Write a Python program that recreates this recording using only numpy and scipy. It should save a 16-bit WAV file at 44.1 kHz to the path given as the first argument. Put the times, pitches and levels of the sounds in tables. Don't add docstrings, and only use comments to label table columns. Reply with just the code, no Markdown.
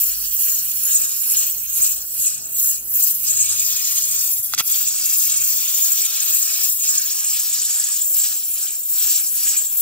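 import sys
import numpy as np
from scipy import signal
from scipy.fft import rfft, irfft, next_fast_len
from scipy.io import wavfile
from scipy.ndimage import uniform_filter1d, minimum_filter1d, map_coordinates

SR = 44100
rng = np.random.default_rng(int(sys.argv[2]) if len(sys.argv) > 2 else 0)


def wav_record(signal):
    frames = np.transpose(np.atleast_2d(signal))
    bounded = np.clip(frames, -1, 1)
    quanta = np.round(bounded * 32767).astype(np.int16)
    wavfile.write(sys.argv[1], SR, quanta)


N = 432621

# (frequency [Hz], relative level [dB per Hz])
ROAR_COLOUR = [(300, -31), (860, -23.5), (1350, -17), (1850, -13), (2060, -19.5), (2350, -8), (3500, -6.5),
               (5000, -1.5), (6000, 2.5), (7500, -24), (9000, -61)]
UPPER_HZ = 4330


def roar(flutter, sputter):
    whole = noise(ROAR_COLOUR, 2.57, 40., slow_db=0.7, count=9, channels=3)
    whole = unit(whole * undb(0.28 * flutter + 0.17 * sputter))
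    lower = filtered(whole, 2, UPPER_HZ)
    return lower, whole - lower


# (frequency [Hz], relative level [dB per Hz])
WHISTLE_COLOUR = [(5900, -12), (6600, 1), (7600, 2.5), (8300, 3.5), (10000, -10)]
# (time [s], low [dB], middle [dB], high [dB])
RIDGE_LEVELS = [(0, 1, -2.5, 2), (3.3, -5, -7.5, -0.5), (3.75, -1.5, -9, -18), (4.1, -5, -7.5, -19),
                (5, -5, -5, -5), (6.9, -2.5, -7, -13.5), (7.4, -10, -1, -10), (9.81, -5.5, 0.5, 3)]
RIDGE_PITCHES = (6876, 7530, 8000)
RIDGE_WANDER_HZ, RIDGE_WANDER_RATE, RIDGE_WIDTH_HZ = 110, 6, 620


def whistle(flutter, sputter):
    band = noise(WHISTLE_COLOUR, 3.3, 70., count=3, channels=3)
    for hz, db in zip(RIDGE_PITCHES, curves(RIDGE_LEVELS)):
        level = undb(db + 3.8 * walk(110))
        wandering_hz = hz + RIDGE_WANDER_HZ * walk(RIDGE_WANDER_RATE)
        band[0] += level * narrow(wandering_hz, RIDGE_WIDTH_HZ)
    return unit(band * undb(0.6 * flutter + 1.2 * sputter + 1.76 * walk(150)))


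# (frequency [Hz], relative level [dB per Hz])
HISS_COLOUR = [(6000, -46), (8500, -20), (9700, -5), (11200, -4), (12700, 2), (14000, 1), (15500, 2.5),
               (17000, -21)]


def hiss(flutter, sputter):
    bands = noise(HISS_COLOUR, 1.3, 85., slow_db=2.5, count=3, channels=3)
    return unit(bands * undb(.5 * flutter + 0.093 * sputter + 1.0 * walk(150)))


# (middle time [s], level at the top of the flare [dB])
FLARE_TIMES = [(0.03, -28), (0.421, -20), (0.86, -21), (1.31, -18), (1.771, -22), (2.18, -27), (2.64, -30),
               (4.34, -23)]
FLARE_S, FLARE_HZ, FLARE_GLIDE_HZ, FLARE_WIDTH_HZ = 0.105, 11320, 1990, 2700


def flares():
    strength = sum(undb(db) * swell(s, FLARE_S) for s, db in FLARE_TIMES)
    glide = sum(span(s - FLARE_S / 2, FLARE_S, lambda u: u - .5) for s, _ in FLARE_TIMES)
    return strength * unit(narrow(FLARE_HZ + FLARE_GLIDE_HZ * glide, FLARE_WIDTH_HZ))


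# (time [s], roar level [dB], whistle level [dB], hiss level [dB])
FLAME_LEVELS = [(0.0, -31.5, -26, -17), (1.4, -26.5, -17, -19.5), (3.0, -33, -21.5, -17),
                (3.4, -29.5, -21, -18.5), (5.5, -29.5, -19.5, -16), (7.0, -26.5, -16.5, -22),
                (9.81, -27.5, -23, -17.5)]
# (middle time [s], length [s], roar [dB], whistle [dB], hiss [dB])
HAND_TURNS = [(0.281, 0.66, 5, 7, 6.5), (0.722, 0.52, 8, 10.5, 3), (1.191, 0.52, 6.5, 12, 3),
              (1.61, 0.54, 11, 15, 5), (2.067, 0.43, 14.5, 16, 11.5), (2.453, 0.46, 11.5, 13.5, 13.5),
              (2.848, 0.33, 13.5, 15.5, 11.5), (3.179, 0.23, 7.5, 9.5, 3.5), (3.416, 0.58, -1.5, -3, 4),
              (3.84, 0.42, -1, 1, 5), (4.139, 0.48, -1, -1.5, 4.5), (4.44, 0.5, 8.5, 9, 4),
              (4.88, 0.45, 0.2, -0.5, 11), (5.382, 0.23, -1, -1, 8.5), (5.709, 0.48, -2, 2, 4),
              (6.148, 0.55, -2, 3, 6.5), (6.552, 0.34, -1.5, 6, 2), (6.755, 0.24, 10.5, 9, -1),
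              (7.152, 0.57, 2.5, 5.5, 0), (7.466, 0.41, 2.5, 6, -0.5), (7.766, 0.66, 2, 3, -1.5),
              (8.061, 0.31, 11.5, 8.5, 0), (8.467, 0.48, 11.5, 11.5, 1), (8.825, 0.44, 16, 12, 4.5),
              (9.299, 0.35, 9, 8.5, 1.5), (9.714, 0.41, 11.5, 8, 3.5)]
HISS_LEAD_S = 0.023
UPPER_LENGTH_SHARE, UPPER_LATE_S = 0.98, 0.012


def sweeps():
    lower_level, whistle_level, hiss_level = curves(FLAME_LEVELS)
    upper_level = lower_level
    for middle, length, roar_db, whistle_db, hiss_db in HAND_TURNS:
        away = dip(middle, length)
        lower_level = lower_level - roar_db * away
        whistle_level = whistle_level - whistle_db * away
        upper_level = upper_level - roar_db * dip(middle + UPPER_LATE_S, UPPER_LENGTH_SHARE * length)
        hiss_level = hiss_level - hiss_db * dip(middle - HISS_LEAD_S, length)
    return lower_level, upper_level, whistle_level, hiss_level


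FIRM, RETURN_SHARE = 0.64, 0.48


def dip(middle, length):
    def shape(u):
        bent = np.interp(u, [0, 1 - RETURN_SHARE, 1], [0, .5, 1])
        return np.tanh(FIRM * np.sin(np.pi * bent) ** 2) / np.tanh(FIRM)
    return span(middle - length / 2, length, shape)


# (time [s], roar change [dB], whistle change [dB], hiss change [dB])
CHOKE_LEVELS = [(4.47, 0, 0, 0), (4.52, -3, -6, -8), (4.547, -5, -8, -11), (4.551, -6, -12, -24),
                (4.575, -6, -12, -22), (4.612, -8, -16, -14), (4.64, -9, -18, -7), (4.66, -6, -11, -5),
                (4.71, 0, 0, 0)]
# (lower roar [dB], upper roar [dB], whistle [dB], hiss [dB])
SPREAD_LEVELS = (-8.5, -8.5, -5, -4.5)


def jet():
    flutter, sputter = walk(95), walk(170)
    parts = *roar(flutter, sputter), whistle(flutter, sputter), hiss(flutter, sputter)
    choke = curves(CHOKE_LEVELS)
    choke = choke[:1] + choke
    flame = 0
    for part, level_db, choke_db, spread_db in zip(parts, sweeps(), choke, SPREAD_LEVELS):
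        flame = flame + part * undb(level_db + choke_db) * undb([[0], [spread_db], [spread_db]])
    flame[0] += flares()
    return flame


# (start time [s], length [s], burn level [dB], sizzle level [dB])
BACKFIRE_SPANS = [(4.522, .013, -35, -36), (4.5362, .002, -9, -14), (4.538, .007, -22, -19),
                  (4.546, .003, -25, -12), (4.549, .003, -33, -34), (4.556, .018, -37, -42),
                  (4.572, .006, -30, -32), (4.578, .006, -20, -21), (4.5845, .004, -13, -11),
                  (4.5885, .007, -17, -14), (4.595, .012, -11, -14), (4.608, .002, -18, -24),
                  (4.61, .005, -26, -30), (4.615, .008, -34, -42)]
# (frequency [Hz], relative level [dB per Hz])
BURN_COLOUR = [(300, -16), (700, -18), (1400, -7), (3000, 0.5), (6500, -0.5), (9000, -7), (17000, -4.5)]
# (frequency [Hz], relative level [dB per Hz])
SIZZLE_COLOUR = [(3000, -30), (4500, -3), (7000, 9), (9700, -8), (12700, -1), (15500, -2), (17000, -10)]
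# (start time [s], frequency [Hz], length [cycles], level [dB])
BANGS = [(4.5364, 1400, 2.2, -10), (4.5366, 5000, 2, -7), (4.537, 7500, 3, -10), (4.5852, 3000, 1.5, -7),
         (4.588, 700, 1.5, -26), (4.6018, 3000, 1.5, -7), (4.608, 1400, 1.7, -13), (4.6086, 4000, 1.2, -7)]


def backfire():
    gate = 0
    for start, length, *db in BACKFIRE_SPANS:
        whole = length + .01

        def burst(u):
            rise = np.clip(u * whole / .0004, 0, 1)
            return rise * np.exp(-np.clip(u * whole - length, 0, 1) / .001)
        gate = np.maximum(gate, undb(db)[:, None] * span(start, whole, burst))
    burn = gate[0] * noise(BURN_COLOUR, 1.5, 150., count=2)[0] + gate[1] * noise(SIZZLE_COLOUR)[0]
    bangs = 0
    for start, hz, cycles, db in BANGS:
        def swings(u):
            return np.sin(2 * np.pi * cycles * u) * np.sin(np.pi * u) ** 2
        bangs = bangs + undb(db) * span(start, cycles / hz, swings)
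    crackle = undb(4.5 * walk(2500) - 2)
    return burn * crackle + bangs


# (start time [s], length [s], from [Hz], to [Hz], level [dB])
JET_SQUEAL = (2.443, .03, 7400, 7900, -19)


def squeal():
    start, length, hz0, hz1, db = JET_SQUEAL

    def glide(u):
        cycles = length * (hz0 * u + (hz1 - hz0) * u ** 2 / 2)
        return np.sin(np.pi * u) ** 2 * np.sin(2 * np.pi * cycles)
    return undb(db) * span(start, length, glide)


# (time [s], left leads by [ms],
# left minus right [dB], near echo delay [ms], its level [dB], far echo delay [ms], its level [dB])
TORCH_PLACE = [(0, 0.068, 1, 0.71, -7, 2.4, -31), (3.3, 0.08, 2.5, 0.72, -10.5, 0.88, -21),
               (3.9, 0.083, 2.5, 0.93, -10, 1.35, -39), (4.5, 0.083, 1.5, 0.8, -8, 1.45, -7),
               (5, 0.053, 2, 0.84, -12, 1.52, -12), (6.8, 0.081, 2.5, 0.814, -17, 1.39, -35),
               (7.4, 0.039, 1.5, 0.61, -21, 1.3, -40), (9.81, 0.04, 2.1, 0.77, -21, 1.46, -25)]
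ECHO_TOP_HZ = 11800
TUB_DB, BACKFIRE_TUB_DB = -5, -13


def space(flame, bursts):
    lead, pan_db, near, near_db, far, far_db = curves(TORCH_PLACE)
    core, ports = flame[0] + bursts, []
    dull = filtered(core, 1, ECHO_TOP_HZ)
    near, far = near + 0.022 * walk(4.01), far + 0.062 * walk(4.8)
    for side, spread in zip((1, -1), flame[1:]):
        direct_ms = .1 - side * lead / 2
        near_echo = undb(near_db) * late(dull, direct_ms + near + side * 0.016)
        far_echo = undb(far_db) * late(dull, direct_ms + far + side * 0.032)
        spray = undb(TUB_DB) * tub(flame[0] + undb(BACKFIRE_TUB_DB) * bursts)
        heard = late(core, direct_ms) + near_echo + far_echo + spray + spread
        ports.append(heard * undb(side * pan_db / 2 - 2.5))
    return np.array(ports)


def late(x, ms):
    return map_coordinates(x, [np.arange(N) - ms * SR / 1000], order=3, mode="mirror")


TUB_T60_S = .02


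def tub(x):
    t = np.arange(2048) / SR
    fade_in = np.clip((t - .001) / 0.0039, 0, 1)
    tails = rng.standard_normal((3, len(t))) * undb(-60 * t / TUB_T60_S) * fade_in
    shares = np.array([walk(3.5) for _ in tails])
    shares /= np.sqrt(np.sum(shares ** 2, axis=0))
    return sum(w * signal.oaconvolve(x, h / np.sqrt(np.sum(h ** 2)))[:N] for w, h in zip(shares, tails))


WIDE_UNTIL_S = 3.3
SWING_DB, SWING_LATE_S, SWING_ABOVE_HZ = 15, 0.034, 13300


def swing(ports):
    away = sum(swell(s + SWING_LATE_S, length) for s, length, *_ in HAND_TURNS if s < WIDE_UNTIL_S)
    treble = filtered(ports, 3, SWING_ABOVE_HZ, "high")
    return ports + treble * (undb(SWING_DB * away * np.array([[-.5], [.5]])) - 1)


# (middle time [s], length [s], level [dB])
AIR_PUSH = (4.585, .08, -50)
# (frequency [Hz], relative level [dB per Hz])
AIR_PUSH_COLOUR = [(30, -6), (60, 0), (150, -3), (300, 3), (500, -18)]


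def whump():
    middle, length, db = AIR_PUSH
    return undb(db) * swell(middle, length) * noise(AIR_PUSH_COLOUR)


# (time [s], level [dB])
THUMP_TIMES = [(0.415, -40), (0.942, -40), (1.033, -41), (1.802, -36), (1.93, -44), (2.199, -41),
               (2.647, -48), (2.999, -42), (3.313, -40), (3.741, -38), (4.038, -43), (4.398, -38),
               (4.868, -42), (5.005, -48), (5.619, -44), (6.004, -41), (6.31, -45), (6.893, -45)]


def thumps():
    out, t = np.zeros((2, N)), np.arange(2048) / SR
    push = unit(t * np.exp(-t / 0.001) - 0.04 * t * np.exp(-t / 0.005))
    for s, db in THUMP_TIMES:
        i = int(s * SR)
        out[:, i:i + len(t)] += undb(db + np.array([[2], [-8]])) * push / push.max()
    return out


# (time [s], frequency [Hz], level [dB])
MOTOR_HUM = [(1.1, 133, -73), (2, 138, -68), (2.9, 140.3, -66), (3.17, 128, -64), (3.35, 122, -52),
             (3.5, 114, -53), (3.75, 108, -60), (4.25, 113.4, -57), (4.35, 114.3, -67), (4.9, 115.4, -62),
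             (5.1, 116.3, -72), (5.4, 118.2, -52), (5.7, 121, -64.5), (6.1, 124.4, -71)]


def motor():
    first, last = MOTOR_HUM[0], MOTOR_HUM[-1]
    hz, db = curves([(first[0] - .2, first[1], -90), *MOTOR_HUM, (last[0] + 0.18, last[1], -90)])
    return np.sqrt(2) * np.sin(2 * np.pi * np.cumsum(hz) / SR) * undb(db + 1.2 * walk(8.8))


# (middle time [s], length [s], frequency [Hz], level at the top [dB])
LOW_HUMS = [(0.22, 0.97, 45.4, -49), (0.68, .5, 64, -57), (1, .5, 45, -65), (1.8, 1.2, 45, -53.5),
            (1.75, 1, 67, -59), (2.65, .6, 70, -59), (2.8, 0.55, 47, -57), (3.2, .3, 44, -57)]


def low_hums():
    time = np.arange(N) / SR
    hum = sum(undb(db) * swell(s, length) * np.sin(2 * np.pi * f * time) for s, length, f, db in LOW_HUMS)
    return np.sqrt(2) * hum * undb(1.2 * walk(8) + np.array([[1.5], [-1.5]]))


# (time [s], level [dB])
RUMBLE_LEVEL = [(0, -56), (1.2, -58), (2.2, -58.5), (3.2, -58), (5.4, -59.5), (6.3, -63.5), (9.81, -67)]
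# (frequency [Hz], relative level [dB per Hz])
RUMBLE_COLOUR = [(20, -13), (40, -3.5), (70, -1.5), (120, -2.5), (200, -7), (300, -16)]


def rumble():
    mid, side = noise(RUMBLE_COLOUR, 2.2, 10., count=3, channels=2)
    level = undb(curves(RUMBLE_LEVEL)[0] + np.array([[1.2], [-1.2]]))
    return level * (mid + .6 * side * np.array([[1], [-1]]))


# (frequency [Hz], relative level [dB per Hz])
YARD_COLOUR = [(100, -30), (200, 1), (400, 1), (520, -6.5), (640, 1.5), (900, -7), (1500, -4.5),
               (2100, -13), (3000, -16), (5000, -29)]
YARD_DB = -56.5


def murmur():
    return undb(YARD_DB) * noise(YARD_COLOUR, 3.2, 12.0, count=3, channels=2)


def undb(db):
    return 10 ** (np.asarray(db) / 20)


def unit(x):
    return x / np.sqrt(np.mean(x ** 2))


def filtered(x, order, hz, kind="low"):
    return signal.sosfiltfilt(signal.butter(order, hz, kind, fs=SR, output="sos"), x)


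def curves(table):
    s, *columns = np.transpose(table)
    return [np.interp(np.arange(N) / SR, s, c) for c in columns]


def walk(rate):
    knots = rng.standard_normal(int(N / SR * rate) + 2)
    return unit(np.interp(np.arange(N) * rate / SR, np.arange(len(knots)), knots))


def noise(colour, own_db=0., rate=15., slow_db=0., count=1, channels=1):
    size = next_fast_len(N)
    f = np.log(np.arange(1, size // 2 + 2) * SR / size)
    at, db = np.log(np.transpose(colour)[0]), np.transpose(colour)[1]
    shape = undb(np.interp(f, at, db, left=-99, right=-99))
    whole = rfft(rng.standard_normal((channels, size))) * shape
    place = np.clip((f - at[0]) / (at[-1] - at[0]) * count - .5, 0, count - 1)
    total = 0
    for k in range(count):
        band = irfft(whole * np.clip(1 - abs(place - k), 0, 1), size)[:, :N]
        total = total + band * undb(own_db * walk(rate) + slow_db * walk(5.4))
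    return unit(total)


def narrow(hz, width_hz):
    turn = 2 * np.pi * np.cumsum(hz) / SR
    return walk(width_hz) * np.cos(turn) + walk(width_hz) * np.sin(turn)


def swell(middle, length):
    return span(middle - length / 2, length, lambda u: np.sin(np.pi * u) ** 2)


def span(start, length, shape):
    out = np.zeros(N)
    i = np.arange(max(int(start * SR), 0), min(int((start + length) * SR) + 1, N))
    out[i] = shape(np.clip((i / SR - start) / length, 0, 1))
    return out


def scene():
    torch = swing(space(jet(), backfire() + squeal()))
    return torch + whump() + thumps() + motor() + low_hums() + rumble() + murmur()


# (frequency [Hz], left minus right [dB])
MICROPHONES = [(300, -1), (1000, 0), (4000, -1.5), (7500, -1.5), (10000, -5.5), (12000, 1), (16000, 4)]
CEILING, LIMIT_SAMPLES, TOP_HZ = .8, 129, 15710


def record(dry):
    size = next_fast_len(N)
    hz, db = np.transpose(MICROPHONES)
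    tilt_db = np.interp(np.log(np.arange(1, size // 2 + 2) * SR / size), np.log(hz), db)
    heard = irfft(rfft(dry, size) * undb(np.array([tilt_db, -tilt_db]) / 2), size)[:, :N]
    room = CEILING / np.maximum(abs(heard).max(axis=0), CEILING)
    gain = uniform_filter1d(minimum_filter1d(room, LIMIT_SAMPLES), LIMIT_SAMPLES)
    top_cut = signal.ellip(16, .3, 90, TOP_HZ, fs=SR, output="sos")
    return signal.sosfilt(top_cut, heard * gain)


dry = scene()
out = record(dry)
wav_record(out)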